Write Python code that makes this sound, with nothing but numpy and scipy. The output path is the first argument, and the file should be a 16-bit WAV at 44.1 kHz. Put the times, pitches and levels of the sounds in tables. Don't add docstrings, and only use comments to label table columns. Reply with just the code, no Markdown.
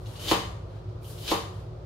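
import sys
import numpy as np
from scipy import signal
from scipy.fft import rfft, irfft, next_fast_len
from scipy.io import wavfile

SR = 44100
rng = np.random.default_rng(int(sys.argv[2]) if len(sys.argv) > 2 else 0)


def inscribe(sig):
    pcm = np.round(np.clip(np.atleast_2d(sig).T, -1, 1) * 32767)
    wavfile.write(sys.argv[1], SR, pcm.astype(np.int16))


N = 81585
FFT_SIZE = 2 * next_fast_len(N)

# blade meets board [t/s], knock [level/dB], tick [level/dB], crunch [level/dB],
# length of the cut [t/s]; levels are relative within each layer
CHOPS = [(0.3136, 0.5, -0.5, -3, 0.15), (1.3159, -1.5, -7, -5, 0.15)]
# [f/Hz, level/dB]
LEAF_COLOUR = [(150, -9.5), (340, 1.5), (800, -4.5), (1800, -10.5), (2600, -4), (3600, 4), (5000, -2.5),
               (5800, -8.5), (6800, -5), (8000, -11), (12000, -11), (15500, -17)]


def undb(db):
    return 10 ** (np.asarray(db) / 20)


def unit(x):
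    return x / np.sqrt(np.mean(x ** 2))


def at_hz(points, hz):
    p = np.array(points)
    return np.interp(np.log(np.maximum(hz, 1)), np.log(p[:, 0]), p[:, 1])


def bins():
    return np.arange(FFT_SIZE // 2 + 1) * SR / FFT_SIZE


def shape(x, gain):
    return irfft(rfft(x, FFT_SIZE) * gain)[..., :N]


def colour(x, points):
    cepstrum = irfft(np.log(undb(at_hz(points, bins()))))
    cepstrum[1:FFT_SIZE // 2] *= 2
    cepstrum[FFT_SIZE // 2 + 1:] = 0
    return shape(x, np.exp(rfft(cepstrum)))


def convolve(x, response):
    return shape(x, rfft(response, FFT_SIZE))


def pan(db):
    return undb(np.array([[db], [-db]]) / 2)


def click(s):
    return (np.arange(N) == round(s * SR)).astype(float)


def ring(hz, t60, delay_s=0):
    t = np.maximum(np.arange(N) / SR - delay_s, 0)
    return np.sin(2 * np.pi * hz * t) * np.exp(-np.log(1000) * t / t60)


def burst(start_s, decay_s):
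    age = np.arange(N) / SR - start_s
    y = rng.standard_normal(N) * (age >= 0) * np.exp(-np.abs(age) / decay_s)
    return y / np.sqrt(np.sum(y ** 2))


def grains(rate, spread_db):
    present = rng.random(N) < rate / SR
    sign = np.sign(rng.standard_normal(N))
    size = undb(spread_db * np.clip(rng.standard_normal(N), -2, 2))
    return unit(present * sign * size)


def blows():
    return sum(undb(db) * click(s) for s, db, *_ in CHOPS)


def thud():
    # [f/Hz, level/dB]
    thud_colour = [(60, -48), (130, -23), (230, -10), (330, 1), (600, -1), (1150, 2.5), (1420, -9),
                   (2100, -10.5), (3200, -28.5), (5000, -31)]
    rebound = undb(-8) * click(0.00463)
    settling = undb(-11.5) * click(0.0087)
    contact = click(0) - rebound + settling
    return undb(12) * colour(convolve(blows(), contact), thud_colour)


def tick():
    # [f/Hz, level/dB]
    tick_colour = [(400, -12.5), (1400, 1), (2000, 3.5), (3000, -0.5), (4500, 0), (7000, -16.5),
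                   (15000, -25)]
    impacts = sum(undb(db) * click(s) for s, _, db, *_ in CHOPS)
    return undb(5) * colour(impacts, tick_colour)


def board():
    # [f/Hz, level/dB, t60/s, left minus right level/dB]
    board_modes = [(180.3, -12.5, 0.61, -7.5), (229.8, -21, 0.39, 21.5), (327.4, 4, .14, 1),
                   (389, -10, 0.42, -2), (418, -9.5, 0.27, -4), (460.4, -2, 0.18, -1),
                   (538, -0.5, 0.049, -8), (713, -9.5, 0.1, 14), (800, -2, 0.18, 10), (905, -8, 0.13, -8),
                   (967, -27, .2, 1), (1032, 0, 0.084, 10), (1076, -9.5, 0.32, 12), (1190, -14.5, 0.44, -7)]
    response = 0
    for k, (hz, db, t60, side_db) in enumerate(board_modes):
        delay_s = 0.0027 * (330 / hz) ** 2
        polarity = (-1) ** k
        response = response + polarity * undb(db) * ring(hz, t60, delay_s) * pan(side_db)
    return undb(-23) * convolve(blows(), response)


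def crunch(count):
    cells_per_s, rise_db, stop_s = 2000, 31.5, 0.0085
    t, force = np.arange(N) / SR, 0
    for s, _, _, db, length in CHOPS:
        depth = 1 + (t - s) / length
        growth = undb(db + rise_db * (np.minimum(depth, 1) - 1))
        stop = np.exp(-np.maximum(t - s, 0) / stop_s)
        force = force + (depth > 0) * growth * stop
    cells = grains(cells_per_s / count, spread_db=3) / np.sqrt(count)
    return colour(undb(-20) * force * cells, LEAF_COLOUR)


def snaps():
    # [t/s, relative level/dB]
    leaf_snaps = [(0.059, -16), (0.157, -15.5), (0.195, -13), (0.27, -10.5), (0.2833, 5.5), (0.31, 5),
                  (0.890, -29), (0.970, -36), (1.023, -24.5), (1.044, -18), (1.18, -14), (1.257, -11),
                  (1.2786, 3.5), (1.29, -2.5)]
    cracks = sum(undb(db) * burst(s, decay_s=0.0034) for s, db in leaf_snaps)
    lowpass = 1 / np.hypot(1, (bins() / 6600) ** 2)
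    return undb(-2.5) * colour(shape(cracks, lowpass), LEAF_COLOUR)


def slides():
    # [start t/s, length t/s, relative level/dB, tilt above 2 kHz in dB per octave]
    slide_strokes = [(-0.04, 0.089, -52, -2.5), (0.05, 0.056, -50, -2), (0.091, 0.13, -47, -2),
                     (0.204, 0.086, -43, 1), (0.673, 0.12, -54.5, -7), (1.026, 0.048, -52, 5),
                     (1.071, 0.047, -45, 2.5), (1.12, 0.066, -51, -0.5), (1.182, 0.1, -47.5, 6),
                     (1.513, .11, -53.5, -4), (1.803, .08, -83, -3)]
    # [f/Hz, level/dB]
    slide_colour = [(400, 6.5), (1300, -0.5), (2200, -9), (3100, -1), (5000, -4), (8000, -8), (11500, -4.5),
                    (15500, -14.5)]
    edge_s = 0.0085
    t, out = np.arange(N) / SR, 0
    rub = colour(grains(rate=1300, spread_db=4), slide_colour)
    octaves = np.log2(np.maximum(bins(), 2000))
    for s, length, db, tilt_db in slide_strokes:
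        inside = np.minimum(t - s, s + length - t)
        pressure = (1 + np.tanh(inside / edge_s / 2)) / 2
        tilted = unit(shape(rub, undb(tilt_db * octaves)))
        out = out + undb(db) * pressure * tilted
    return undb(-7) * out


def blade(x):
    # [f/Hz, level/dB, t60/s]
    blade_modes = [(3117, -32.5, 0.024), (3720, -39.5, 0.0062), (4120, -47.5, 0.0097), (6600, -39, 0.013)]
    response = sum(undb(db) * ring(hz, t60) for hz, db, t60 in blade_modes)
    return x + convolve(x, response)


def diffuse(hz):
    alike = .98 / (1 + np.square((hz / 475) ** 2))
    mid, side = rng.standard_normal((2, len(hz))) + 1j * rng.standard_normal((2, len(hz)))
    return mid * np.sqrt(1 + alike) + side * np.sqrt(1 - alike) * np.array([[1], [-1]])


def kitchen(size=32768):
    # [delay to the left t/s, delay to the right t/s, level/dB re direct sound]
    echoes = [(.0021, .0013, -9.5), (.0062, .0071, -0.5), (0.0354, 0.025, -7.5)]
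    # [f/Hz, t60/s]
    room_decay = [(300, 0.5), (1100, 0.58), (3000, 0.46), (8000, 0.49), (15000, 0.32)]
    t, hz = np.arange(size) / SR, np.arange(size // 2 + 1) * SR / size
    early = click(0)
    for left, right, db in echoes:
        early = early + undb(db) * np.array([click(left), click(right)])
    early = early[:, :size]

    noise, tail = diffuse(hz), 0
    for centre, t60 in room_decay:
        band = at_hz([(f, float(f == centre)) for f, _ in room_decay], hz)
        tail = tail + irfft(noise * band) * np.exp(-np.log(1000) * t / t60)
    tail = tail * (1 - np.exp(-t / 0.0011))
    return early / np.sqrt(np.sum(early ** 2) / 2), tail / np.sqrt(np.sum(tail ** 2) / 2)


def heard(x, wet_db):
    early, tail = kitchen()
    return convolve(x, early + undb(wet_db) * tail)


def background():
    # [f/Hz, relative level/dB per Hz]
    air_colour = [(20, -19), (35, -10), (50, 0.5), (80, 2), (140, -1.5), (230, -17), (340, -9.5), (580, -8),
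                  (800, -17), (1250, -19), (1700, -31), (2500, -34), (4500, -34), (7500, -47), (15000, -59)]
    # [f/Hz, full width at half amplitude f/Hz, rms level/dB]
    hum_bands = [(60.6, 19.6, -47.5), (99.2, 15.3, -43), (113.8, 9.2, -45), (152.8, 3.8, -53),
                 (182.7, 8.6, -61), (362.2, 19, -58.5)]
    f = bins()

    def noise(gain):
        return unit(irfft(diffuse(f) * gain)[:, :N])

    air = undb(-44) * noise(undb(at_hz(air_colour, f)))
    drone = undb(-58.5) * unit(np.sin(2 * np.pi * 365 * np.arange(N) / SR))
    hum = 0
    for hz, width, db in hum_bands:
        resonance = 1 / (1 + np.square(((f - hz) / width * 2) ** 2))
        hum = hum + undb(db) * noise(resonance)
    return air + drone + hum


def scene(count=4):
    cutting = [blade(crunch(count)) for _ in range(count)]
    cutting += [blade(snaps()), slides()]
    leaves = sum(heard(x, wet_db=3.5) for x in cutting)
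    contact = heard(thud(), wet_db=3.5) + heard(blade(tick()), wet_db=1.5)
    knock = board()
    _, tail = kitchen()
    knock = knock + undb(-11) * convolve(knock, tail)
    return (leaves + contact) * pan(1.9) + knock + background()


def record(dry):
    lowpass = signal.ellip(12, .1, 80, 15750, fs=SR, output="sos")
    return signal.sosfilt(lowpass, dry)


dry = scene()
out = record(dry)
inscribe(out)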